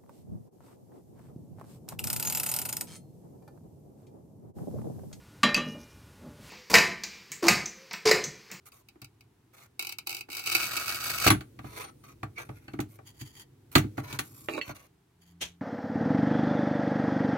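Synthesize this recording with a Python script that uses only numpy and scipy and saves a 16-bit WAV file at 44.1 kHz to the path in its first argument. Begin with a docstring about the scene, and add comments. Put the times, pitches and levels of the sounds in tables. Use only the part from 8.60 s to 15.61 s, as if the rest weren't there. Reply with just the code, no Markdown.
"""A manual tile cutter scores and snaps a tile on a kitchen floor. Its wheel chips into the glaze and runs
gritty across it, each brittle fracture exciting the tile's resonances, until the carriage slams into
the end stop and rings the frame and base. The lever is set, the tile snaps, and the piece is dragged
out and put down. At the end a low hum comes in and a tile scuffs a wall."""
import sys
import numpy as np
from scipy import signal
from scipy.fft import rfft, irfft, next_fast_len
from scipy.io import wavfile
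from scipy.ndimage import map_coordinates

SR = 44100
rng = np.random.default_rng(int(sys.argv[2]) if len(sys.argv) > 2 else 0)


def to_wav(s):
    """Save 16-bit WAV."""
    ch = np.atleast_2d(s).T  # columns
    pcm = np.round(np.clip(ch, -1, 1) * 32767)  # PCM
    wavfile.write(sys.argv[1], SR, pcm.astype(np.int16))


N = 309141
TIME = np.arange(N) / SR
AGE = TIME[:SR // 3]  # seconds since an impact

# Levels in the tables are relative; each source sets its own gain.
# light handling ticks, then chips of glaze under the wheel: start_s, level_db
TICKS_AND_CHIPS = [(0.119, -46.5), (0.2863, -42.5), (0.417, -37), (0.4445, -38), (0.6078, -47.5),
                   (1.1937, -20.5), (1.21, -31), (1.2245, -25.5), (1.2485, -30), (1.269, -26),
                   (1.2925, -26), (1.323, -27.5), (1.3852, -26.5), (1.4712, -21), (1.493, -24),
                   (1.505, -27.5), (1.513, -29.5), (1.527, -28), (1.5465, -24), (1.567, -28.5),
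                   (1.6084, -29), (1.701, -34.5), (1.718, -31.5), (1.7286, -30), (1.749, -27.5),
                   (1.768, -26), (1.7954, -27), (1.8384, -31.5), (1.8605, -24), (1.872, -20),
                   (1.917, -20.5), (1.926, -21), (1.9498, -12), (2.028, -23), (2.1665, -19), (2.172, -20),
                   (2.266, -27.5), (2.292, -23), (2.345, -24.5), (2.5986, -25)]
# force on the scoring wheel: time_s, level_db
WHEEL_FORCE = [(1.69, -56.5), (1.775, -42.5), (1.85, -51.5), (1.868, -32.5), (1.97, -31.5), (2.12, -39),
               (2.22, -37.5), (2.255, -44), (2.28, -37.5), (2.42, -40.5), (2.51, -35), (2.579, -38),
               (2.64, -30), (2.685, -23.5)]
# grit of short pushes as the wheel creeps on: start_s, end_s, level_db
PUSHES = [(1.193, 1.333, -51), (1.468, 1.606, -47.5), (1.707, 1.825, -50)]
# blows on the cutter: start_s, level_db, hardness (0-1), thud_db, thud_hz
KNOCKS = [(0.356, -53.5, 0, 1.5, 380), (0.421, -48, 0.67, 3, 120), (1.686, -41, 0.25, -8, 364),
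          (2.663, -12.5, 0.44, -5, 131), (2.675, -11, 0.67, -7.5, 131), (2.703, -9.5, 0.63, -9.5, 193),
          (2.713, -21.5, 0.83, 2.5, 245), (2.747, -32.5, 0.35, 5, 110), (2.808, -36, 0.59, -4.5, 195),
          (2.99, -36, 0.41, -5, 150), (3.043, -36.5, 0, 2, 119), (3.631, -26.5, 0.34, -6.5, 130),
          (3.891, -34.5, 0, 0, 121), (4.081, -38.5, 0.35, -4, 116.5), (4.136, -37, 0.46, 4.5, 258),
          (4.190, -25, 0, 0.5, 235), (4.203, -35, 0.93, -25, 146), (4.388, -41, 0.01, -16, 306),
          (4.613, -44.5, 1, 8, 117), (5.1536, -7, 0.67, -4, 180.2), (5.158, -16, 0.7, -4, 180),
          (5.166, -22.5, 0.2, 7.5, 133), (5.18, -25.5, 0.95, -2, 224), (5.243, -45, 0.4, 15.5, 214),
          (5.379, -24.5, 0.19, -4.5, 174), (5.527, -34.5, 0.88, -2, 161), (5.59, -22.5, 0.83, -14.5, 167),
          (6.079, -43.5, 0.85, 4, 105), (6.092, -32.5, 0.13, -5.5, 173)]
# the cut piece touching the floor: start_s, level_db, tilt_db_per_octave
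FLOOR_TAPS = [(5.886, -14.5, 0.5), (5.979, -18, -4)]
# contacts that ring the steel and the tile's edge: start_s, level_db
STEEL_CLINKS = [(2.703, -19.5), (4.203, -52), (5.589, -31)]
TILE_CLINKS = [(4.081, -51), (6.013, -31)]
# rubs of carriage and tile: start_s, end_s, slide_db, dust_db, swell_db
RUBS = [(0.056, 0.091, -59, -56, 3.5), (0.125, 0.223, -66.5, -64, -3), (0.935, 1.065, -61, -64, 0.5),
        (3.018, 3.242, -50, -56, 25), (3.238, 3.304, -50.5, -69, -13), (3.439, 3.53, -56.5, -65, -6),
        (3.759, 3.784, -55, -70, 10), (3.782, 3.837, -45, -56.5, -10), (3.83, 4.203, -68, -73, -10),
        (4.289, 4.369, -67.5, -63, 1), (5.117, 5.172, -55, -53, -6), (5.372, 5.408, -45.5, -53, 10),
        (5.435, 5.573, -47, -55, 2.5), (5.64, 5.936, -66, -55.5, -3), (6.01, 6.122, -51.5, -61, 12),
        (6.149, 6.27, -60.5, -64, -6)]
# fingers sliding over tile: start_s, end_s, level_db, swell_db
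FINGER_RUBS = [(4.462, 4.508, -54, 6), (4.543, 4.61, -65, 3), (4.611, 4.626, -40.5, -2),
               (4.654, 4.718, -57.5, 2), (4.742, 4.829, -53, 5), (6.618, 6.729, -66.5, -3)]
# envelopes of the hands' rumble, the singing rails and the hum: time_s, level_db
RUMBLE_LEVEL = [(0.0, -70.5), (1.5, -66), (2.7, -52.5), (5.05, -60), (5.42, -47.5), (6.35, -68.5)]
RAIL_SONG_LEVEL = [(2.97, -83), (3.06, -72), (3.23, -53), (3.35, -84), (3.48, -72), (3.62, -107),
                   (3.8, -66), (3.98, -83)]
HUM_LEVEL = [(6.0, -8), (6.5, -12), (6.75, 6.5), (7.0, 2)]
# partials of the hum: pitch_hz, level_db
HUM_PARTIALS = [(86.1, -61), (172.3, -56.5), (290.7, -72)]
# modes of the base, the steel, the free tile and the snapping tile: pitch_hz, level_db, t60_s
BASE_MODES = [(50, -11, 0.05), (106, 2.5, 0.13), (134, -3.5, 0.1), (164, -4, 0.051), (221.6, -11, .2),
              (262, 0, .05), (308.5, 2.5, 0.08), (381, -5, 0.091)]
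STEEL_MODES = [(3400, -11, 0.11), (5730, -12, 0.08), (9050, -23.5, 0.36), (10350, -28, .25),
               (10290, 1.5, 0.12), (10530, -3, .05), (11900, -12, .08)]
TILE_MODES = [(2000, 10, 0.014), (2310, -24, 0.2), (2660, 4, 0.066), (2950, -3, 0.043), (3100, -14, 0.09),
              (4334, -5, 0.082), (4430, -11, 0.081), (7340, -23, 0.089)]
SNAP_MODES = [(4260, 0, .035), (4450, -3, .03)]
# resonances of the cast frame and of the tile under each contact: centre_hz, width_hz, level_db
FRAME_PEAKS = [(413, 67, -11), (630.4, 78, -4.5), (750, 80, 1), (862, 120, -2.5), (1182, 89, 1.5),
               (1337, 160, 0.5), (1500, 200, 2), (1776, 300, -0.5), (2160, 440, -1.5)]
RUBBED_TILE_PEAKS = [(890, 120, -4), (1880, 210, -1.5), (3195, 210, 0.5), (4640, 130, 2), (6860, 620, -4),
                     (9870, 250, -2), (13300, 2900, -11)]
SCORED_TILE_PEAKS = [(357, 79, -8), (796, 120, -6), (1377, 150, -6), (2224, 70, 6.5), (2575, 170, 6),
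                     (2987, 170, -1), (3886, 220, -1), (4670, 150, 2.5), (5030, 140, 0.5), (6040, 380, -5),
                     (7700, 500, -7), (9500, 700, -10.5), (11700, 1300, -11), (15000, 3700, -11)]
DRAGGED_TILE_PEAKS = [(293, 72, 2.5), (455, 90, 1), (630, 80, 5.5), (920, 80, -6), (1140, 77, -8),
                      (1845, 82, -11), (2350, 250, -5), (2790, 99, -5.5), (3840, 150, -10)]
# spectra of impacts on the tile: frequency_hz, density_db
CLACK_SPECTRUM = [(1500, -37), (2600, 9), (3400, 3), (4350, 5.5), (5200, -9), (8000, -37)]
CRACK_SPECTRUM = [(3500, -27), (6200, 0.5), (9000, -6), (12000, -4.5), (16000, -3.5)]
TAP_SPECTRUM = [(120, -21), (290, -2), (620, 5), (800, -3), (1150, 7), (1500, -6.5), (2600, -3.5),
                (3400, -10.5), (4600, -41), (12000, -48)]
EDGE_SPECTRUM = [(1000, -37), (2000, 3), (3000, 8), (3700, -12), (4500, -3), (5500, -33), (12000, -39)]
# spectra of friction: frequency_hz, density_db
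RAIL_SPECTRUM = [(250, -16.5), (500, -10), (680, -0.5), (1020, -8.5), (1300, 5.5), (1700, 2), (2300, -4),
                 (3300, -5.5), (4800, -2), (5500, -9), (8000, -7.5), (16000, -17)]
SLIDE_SPECTRUM = [(200, -24.5), (400, -2), (650, -1), (950, -4), (1250, 1.5), (1750, -7), (2300, -1),
                  (3200, -14.5), (4300, -9), (5100, -20), (6200, -8.5), (8000, -40), (16000, -25.5)]
DUST_SPECTRUM = [(1200, -22), (2600, -6.5), (5000, 0.5), (8000, 4.5), (12500, 8.5), (15000, 6),
                 (16500, -8.5)]
WALL_SPECTRUM = [(300, -10.5), (500, -9.5), (1100, -16), (2000, -9.5), (3200, -0.5), (4800, -14),
                 (6200, -5), (8000, -16), (12000, -18.5), (16000, -32)]
# spectra of the shaken base, room air and white noise: frequency_hz, density_db
RUMBLE_SPECTRUM = [(25, -15.5), (55, -12), (105, 6), (170, -13), (290, -7.5), (450, -15.5), (900, -39)]
AIR_SPECTRUM = [(15, -40.5), (25, -16.5), (108, -1), (185, -11), (394, -8), (560, -26.5), (695, -17.5),
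                (2220, -25.5), (5280, -31.5), (12200, -34), (16000, -37)]
FLAT = [(1000, 0)]
# likeness of the sound at the two microphones: frequency_hz, coherence (0-1)
COHERENCE = [(120, 0.99), (260, 0.98), (500, 0.25), (1000, 0.48), (3000, 0.18), (12000, 0.13)]
# lag of the left microphone behind the right: frequency_hz, delay_s
LEFT_LAG = [(300, 0.0001), (500, 0.00064), (850, 0.00075), (3000, 0.0009)]
# reverberation time of the kitchen: frequency_hz, t60_s
ROOM_DECAY = [(100, 0.24), (500, 0.14), (3000, 0.093), (14000, 0.019)]

GLIDE_START_S, GLIDE_FREE_S = 1.88, 2.14  # the carriage gathers speed, then runs freely


def amp(db):
    """Amplitude grows tenfold for every 20 dB."""
    return np.exp(np.asarray(db) * (np.log(10) / 20))


def decay(t60, level_db=0, t=AGE):
    """Damping gives exponential decay: 60 dB in t60 seconds."""
    return amp(level_db - 60 * t / t60)


def along(points, hz):
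    """Interpolation of (frequency_hz, value) points on a logarithmic frequency axis."""
    frequencies, values = np.transpose(points)
    return np.interp(np.log(hz + 1), np.log(frequencies + 1), values)


def envelope(points):
    """Gain interpolated in decibels; silent outside its points unless they reach the scene's end."""
    times, db = np.transpose(points)
    after_db = -120 if times[-1] < TIME[-1] - .05 else None
    return amp(np.interp(TIME, times, db, left=-120, right=after_db))


def stroke(start, end, edge_s, swell_db, t=TIME):
    """A rub's envelope: soft ends, with exponential growth or decay between them."""
    progress = np.clip((t - start) / (end - start), 0, 1)
    gate = (1 + np.tanh((t - start) / edge_s)) * (1 + np.tanh((end - t) / edge_s)) / 4
    return amp(swell_db * (progress - .5)) * gate


def flare(peak_s, rise_s, t60):
    """Exponential growth of 60 dB to a peak, then exponential decay."""
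    return amp(-60 * np.maximum((peak_s - TIME) / rise_s, (TIME - peak_s) / t60))


def wobble(rate):
    """Smooth random modulation, a spline through rate knots a second."""
    return map_coordinates(rng.standard_normal(int(N * rate / SR) + 4), [TIME * rate])


def unit(x):
    """Normalisation to rms 1."""
    return x / np.sqrt(np.mean(x ** 2) + 1e-20)


def add(track, start_s, sound):
    """Superposition: a sound adds to the track from start_s on."""
    part = track[..., round(start_s * SR):][..., :sound.shape[-1]]
    part += sound[..., :part.shape[-1]]


def colour(pair, spectrum):
    """Partial coherence: two independent signals are filtered and mixed as mid and side; rms 1."""
    size = pair.shape[-1]
    fft_size = next_fast_len(size + 4096)
    hz = np.fft.rfftfreq(fft_size, 1 / SR)
    angle = np.arccos(np.clip(along(COHERENCE, hz), -1, 1)) / 2
    shaped = rfft(pair, fft_size) * amp(along(spectrum, hz))
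    mid, side = irfft(shaped * [np.cos(angle), np.sin(angle)], fft_size)[:, :size]
    return unit(np.array([mid + side, mid - side]))


def noise(spectrum, size=N):
    """Gaussian stereo noise of a given spectral density; rms 1."""
    return colour(rng.standard_normal((2, size)), spectrum)


def resonate(x, peaks):
    """Forced vibration: a body responds as a sum of second-order resonators; rms 1."""
    size = x.shape[-1]
    fft_size = next_fast_len(size + SR // 8)
    f = np.fft.rfftfreq(fft_size, 1 / SR)
    response = sum((-1) ** k * amp(db) * 1j * f * width / (hz * hz - f * f + 1j * f * width)
                   for k, (hz, width, db) in enumerate(peaks))
    return unit(irfft(rfft(x, fft_size) * response, fft_size)[..., :size])


def ring(modes, attack_s, spread_rad_per_hz=.001, t=AGE):
    """Free vibration: damped modes of random strength, high ones differing more in phase between sides."""
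    hz, db, t60 = np.transpose(modes)[:, :, None]
    phase = rng.normal(0, 1, (2, len(hz), 1)) * np.minimum(spread_rad_per_hz * hz, 1)
    sign = (-1) ** np.arange(len(hz))[:, None]  # neighbouring modes swing against each other
    strength = decay(t60, db + rng.normal(0, 1, hz.shape), t)
    partials = sign * strength * np.cos(2 * np.pi * hz * t + phase)
    return partials.sum(1) * (1 - np.exp(-t / attack_s))


def burst(spectrum, t60, tail_db, tail_t60):
    """Modal overlap: a struck part's dense modes merge into noise with a quick drop and a weak tail."""
    return noise(spectrum, size=len(AGE)) * (decay(t60) + decay(tail_t60, tail_db))


def grains(rate, scatter_db, t60):
    """A Poisson process of tiny fractures whose energies add; an envelope of rms 1."""
    occurs = rng.random(N) < rate / SR
    sizes = amp(scatter_db * np.clip(rng.standard_normal(N), -2, 2))
    power = signal.fftconvolve((occurs * sizes) ** 2, decay(t60) ** 2)[:N]
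    return unit(np.sqrt(np.abs(power)))


def friction(spectrum, texture, ring_t60):
    """Convolution: a grainy force drives the brief impulse response of a body with many resonances."""
    t = AGE[:SR // 16]
    body = rng.standard_normal((2, len(t))) * decay(ring_t60, t=t)
    drive = texture * rng.standard_normal(len(texture))
    return colour(signal.fftconvolve(drive[None], body, axes=1)[:, :len(texture)], spectrum)


def background():
    """Stationary noise of room air, and a low hum of pure tones that fades in."""
    hum = sum(amp(db - 5) * np.sin(2 * np.pi * (hz * TIME + rng.random())) for hz, db in HUM_PARTIALS)
    return amp(-67.5) * noise(AIR_SPECTRUM) + envelope(HUM_LEVEL) * hum


def room(x):
    """Reverberation: cupboards and floor reflect the sound, and the treble dies first."""
    hz, t, bins = signal.stft(rng.standard_normal((2, SR // 2)), SR, nperseg=256)
    tail = signal.istft(bins * decay(along(ROOM_DECAY, hz)[:, None], t=t), SR, nperseg=256)[1]
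    tail = colour(tail, FLAT) / np.sqrt(tail.shape[1])
    delayed = np.pad(tail, ((0, 0), (SR // 200, 0)))
    return signal.fftconvolve(x, delayed, axes=1)[:, :N]


def off_centre(x):
    """Path difference: sound reaches the left microphone later, chiefly above the bass."""
    fft_size = next_fast_len(N + SR // 8)
    hz = np.fft.rfftfreq(fft_size, 1 / SR)
    phase = np.pi * hz * along(LEFT_LAG, hz) * np.array([[-1], [1]])
    return irfft(rfft(x, fft_size) * np.exp(1j * phase), fft_size)[:, :N]


def wall_scuff():
    """Sliding friction of a tile on the wall gives a short flare of grainy noise."""
    level = amp(-29.5) * flare(peak_s=6.816, rise_s=.021, t60=.17)
    return level * grains(rate=1400, scatter_db=0, t60=.0071) * noise(WALL_SPECTRUM)


def hand_rumble():
    """Forced vibration at low frequency: leaning hands rock the base."""
    return envelope(RUMBLE_LEVEL) * noise(RUMBLE_SPECTRUM)


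def finger_rubs(catching):
    """Friction of fingers excites the tile's resonances."""
    strokes = sum(amp(db) * stroke(start, end, .012, swell_db) for start, end, db, swell_db in FINGER_RUBS)
    drive = catching * grains(rate=800, scatter_db=2.2, t60=.014) * strokes
    return np.sqrt(np.mean(drive ** 2)) * resonate(drive * noise(FLAT), RUBBED_TILE_PEAKS)


def rail_song(pitch_hz=9300, width_hz=25):
    """A lightly damped resonance: the steel rails sing thinly as the carriage shifts."""
    return envelope(RAIL_SONG_LEVEL) * resonate(noise(FLAT), [(pitch_hz, width_hz, 0)])


def dusty_rubs(catching):
    """Sliding friction of carriage and tile on dusty surfaces; each contact has its own response."""
    specks = grains(rate=750, scatter_db=1, t60=.0048)
    out = np.zeros((2, N))
    for start, end, slide_db, dust_db, swell_db in RUBS:
        span = abs(TIME - (start + end) / 2) < (end - start) / 2 + .06
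        slide = amp(slide_db) * friction(SLIDE_SPECTRUM, specks[span], ring_t60=.037)
        dust = amp(dust_db) * friction(DUST_SPECTRUM, specks[span], ring_t60=.019)
        edge_s = .04 * (end - start)  # a longer rub starts and stops more gently
        out[:, span] += catching[span] * stroke(start, end, edge_s, swell_db, TIME[span]) * (slide + dust)
    return out


def pivot_squeak(pitch_hz=2260, width_hz=110):
    """Friction in the lever's pivot briefly drives one narrow resonance."""
    level = amp(-36.5) * flare(peak_s=3.783, rise_s=.049, t60=.044)
    return level * resonate(noise(SLIDE_SPECTRUM), [(pitch_hz, width_hz, 0)])


def handling():
    """Handling noises superpose; stick-slip modulates the rubs of fingers, carriage and tile."""
    catching = amp(2.5 * wobble(rate=60))
    return hand_rumble() + finger_rubs(catching) + rail_song() + dusty_rubs(catching) + pivot_squeak()


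def loose_tile():
    """Friction and impact excite the piece: it judders over the floor, taps it and rings at its edge."""
    scrape = friction(FLAT, grains(rate=700, scatter_db=6, t60=.01), ring_t60=.016)
    drag = amp(-38.5) * stroke(start=5.888, end=6.0, edge_s=.0041, swell_db=-.5)
    out = drag * resonate(scrape, DRAGGED_TILE_PEAKS)
    for start_s, db, tilt in FLOOR_TAPS:
        spectrum = [(hz, level + tilt * np.log2(hz / 1000)) for hz, level in TAP_SPECTRUM]
        add(out, start_s, amp(db - 6) * burst(spectrum, t60=.023, tail_db=-37, tail_t60=.085))
    for start_s, db in TILE_CLINKS:
        contact = amp(-3.5) * burst(EDGE_SPECTRUM, t60=.038, tail_db=-13, tail_t60=.11)
        add(out, start_s, amp(db) * (ring(TILE_MODES, attack_s=.00079) + contact))
    return out


def steel_clinks():
    """Hard metal contacts set the steel's high modes in free vibration."""
    out = np.zeros((2, N))
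    for start_s, db in STEEL_CLINKS:
        add(out, start_s, amp(db) * ring(STEEL_MODES, attack_s=.00042, t=TIME[:SR]))
    return out


def frame_rattle(hardness):
    """Contact stiffness sets bandwidth: a soft blow favours the frame's low resonances."""
    rattle = burst(FLAT, t60=.027, tail_db=-21.5, tail_t60=.19)
    tilt_db_per_octave = 12.5 * (hardness - .81)
    peaks = [(hz, width, db + tilt_db_per_octave * np.log2(hz / 1000)) for hz, width, db in FRAME_PEAKS]
    return amp(-23) * resonate(rattle, peaks)


def base_thud(centre_hz, detune=.012):
    """The point of impact selects the base's modes; the hands' load detunes them from blow to blow."""
    modes = [(hz * (1 + detune * rng.standard_normal()), db - 4 * np.log2(hz / centre_hz) ** 2, t60)
             for hz, db, t60 in BASE_MODES]
    return ring(modes, attack_s=.00063, spread_rad_per_hz=.00079)


def knocks():
    """Impacts excite frame, base and tile together; a harder contact sounds brighter."""
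    out = np.zeros((2, N))
    for start_s, db, hardness, thud_db, thud_hz in KNOCKS:
        softness = 1 - hardness
        frame = frame_rattle(hardness)
        thud = amp(thud_db + 1.5) * base_thud(thud_hz)
        # the tile's clack needs a firm contact, its crack the hardest
        clack = amp(-2.5 - 38.5 * softness ** 2) * burst(CLACK_SPECTRUM, .031, tail_db=-21.5, tail_t60=.2)
        crack = amp(-38 * softness) * burst(CRACK_SPECTRUM, .055, tail_db=-16.5, tail_t60=.2)
        add(out, start_s, amp(db) * (frame + thud + clack + crack))
    return out


def tile_snap(start_s=5.154):
    """Brittle fracture: the tile parts along the score and two modes ring briefly."""
    out = np.zeros((2, N))
    add(out, start_s, amp(-15) * ring(SNAP_MODES, attack_s=.0003))
    return out


def ticks_and_chips(strays_per_s=35, stray_over_force_db=6, hold_s=.0014):
    """Impulses ring the tile: handling ticks, then chips of glaze, with random strays as the wheel runs."""
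    times, force_db = np.transpose(WHEEL_FORCE)
    running = (TIME > GLIDE_START_S) & (TIME < times[-1])
    moments = TIME[(rng.random(N) < strays_per_s / SR) & running]
    strays = [(s, np.interp(s, times, force_db) + stray_over_force_db) for s in moments]
    click = decay(t60=.021, t=np.maximum(AGE - hold_s, 0))
    tail = decay(t60=.12, level_db=-16)  # after a chip, falling dust
    power = np.zeros(N)
    for start_s, db in TICKS_AND_CHIPS + strays:
        add(power, start_s, (amp(db - 6) * (click + tail)) ** 2)
    tile = np.sqrt(power.mean()) * resonate(np.sqrt(power) * noise(FLAT), SCORED_TILE_PEAKS)
    return tile + amp(-9.5) * np.sqrt(power) * noise(DUST_SPECTRUM)


def scoring():
    """Microfractures under the wheel drive the tile; the carriage rubs its rails and shakes the base."""
    force = envelope(WHEEL_FORCE) * amp(.5 * wobble(rate=15))  # the hand's force drifts
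    # with speed, the tile's rasp gives way to fine fizz and rail noise
    speed = np.clip((TIME - GLIDE_START_S) / (GLIDE_FREE_S - GLIDE_START_S), 0, 1)
    rail_drive = force * amp(-10.5 + 9 * speed)
    bite = amp(2 * wobble(rate=110))  # the wheel bites unevenly
    fractures = grains(rate=1100, scatter_db=4, t60=.002)
    creep = sum(amp(db) * stroke(start, end, edge_s=.004, swell_db=1) for start, end, db in PUSHES)
    rasp = resonate(fractures * noise(FLAT), SCORED_TILE_PEAKS)
    crackle = grains(rate=1000, scatter_db=3, t60=.016)
    fizz = crackle * friction(DUST_SPECTRUM, fractures, ring_t60=.014)
    glaze = (force + creep) * (amp(-1.5 * speed) * rasp + amp(-11 + 7.5 * speed) * fizz)
    roughness = grains(rate=730, scatter_db=2.5, t60=.0056)
    rails = rail_drive * friction(RAIL_SPECTRUM, roughness, ring_t60=.017)
    rumble = amp(-13) * rail_drive * noise(RUMBLE_SPECTRUM)
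    return bite * (glaze + rails) + rumble


def scene():
    """Superposition of direct sound, reverberation and background."""
    cutter = off_centre(knocks() + tile_snap() + steel_clinks() + handling() + ticks_and_chips() + scoring())
    piece = loose_tile() * amp([[-1.5], [1.5]])  # a little to the right
    direct = cutter + piece + wall_scuff()
    return direct + amp(-10.5) * room(direct) + background()


def record(dry):
    """Band limiting and saturation: the camera sheds deep bass, rounds peaks and cuts the top treble."""
    low_hz, top_hz, ceiling = 43, 16550, .85
    thin = signal.sosfilt(signal.butter(2, low_hz, "highpass", fs=SR, output="sos"), dry)
    rounded = thin / (1 + abs(thin / ceiling) ** 6) ** (1 / 6)
    fft_size = next_fast_len(N + SR // 2)
    passband = np.clip((top_hz - np.fft.rfftfreq(fft_size, 1 / SR)) / 600, 0, 1) ** 2
    return irfft(rfft(rounded, fft_size) * passband, fft_size)[:, :N]


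dry = scene()
out = record(dry)
to_wav(out)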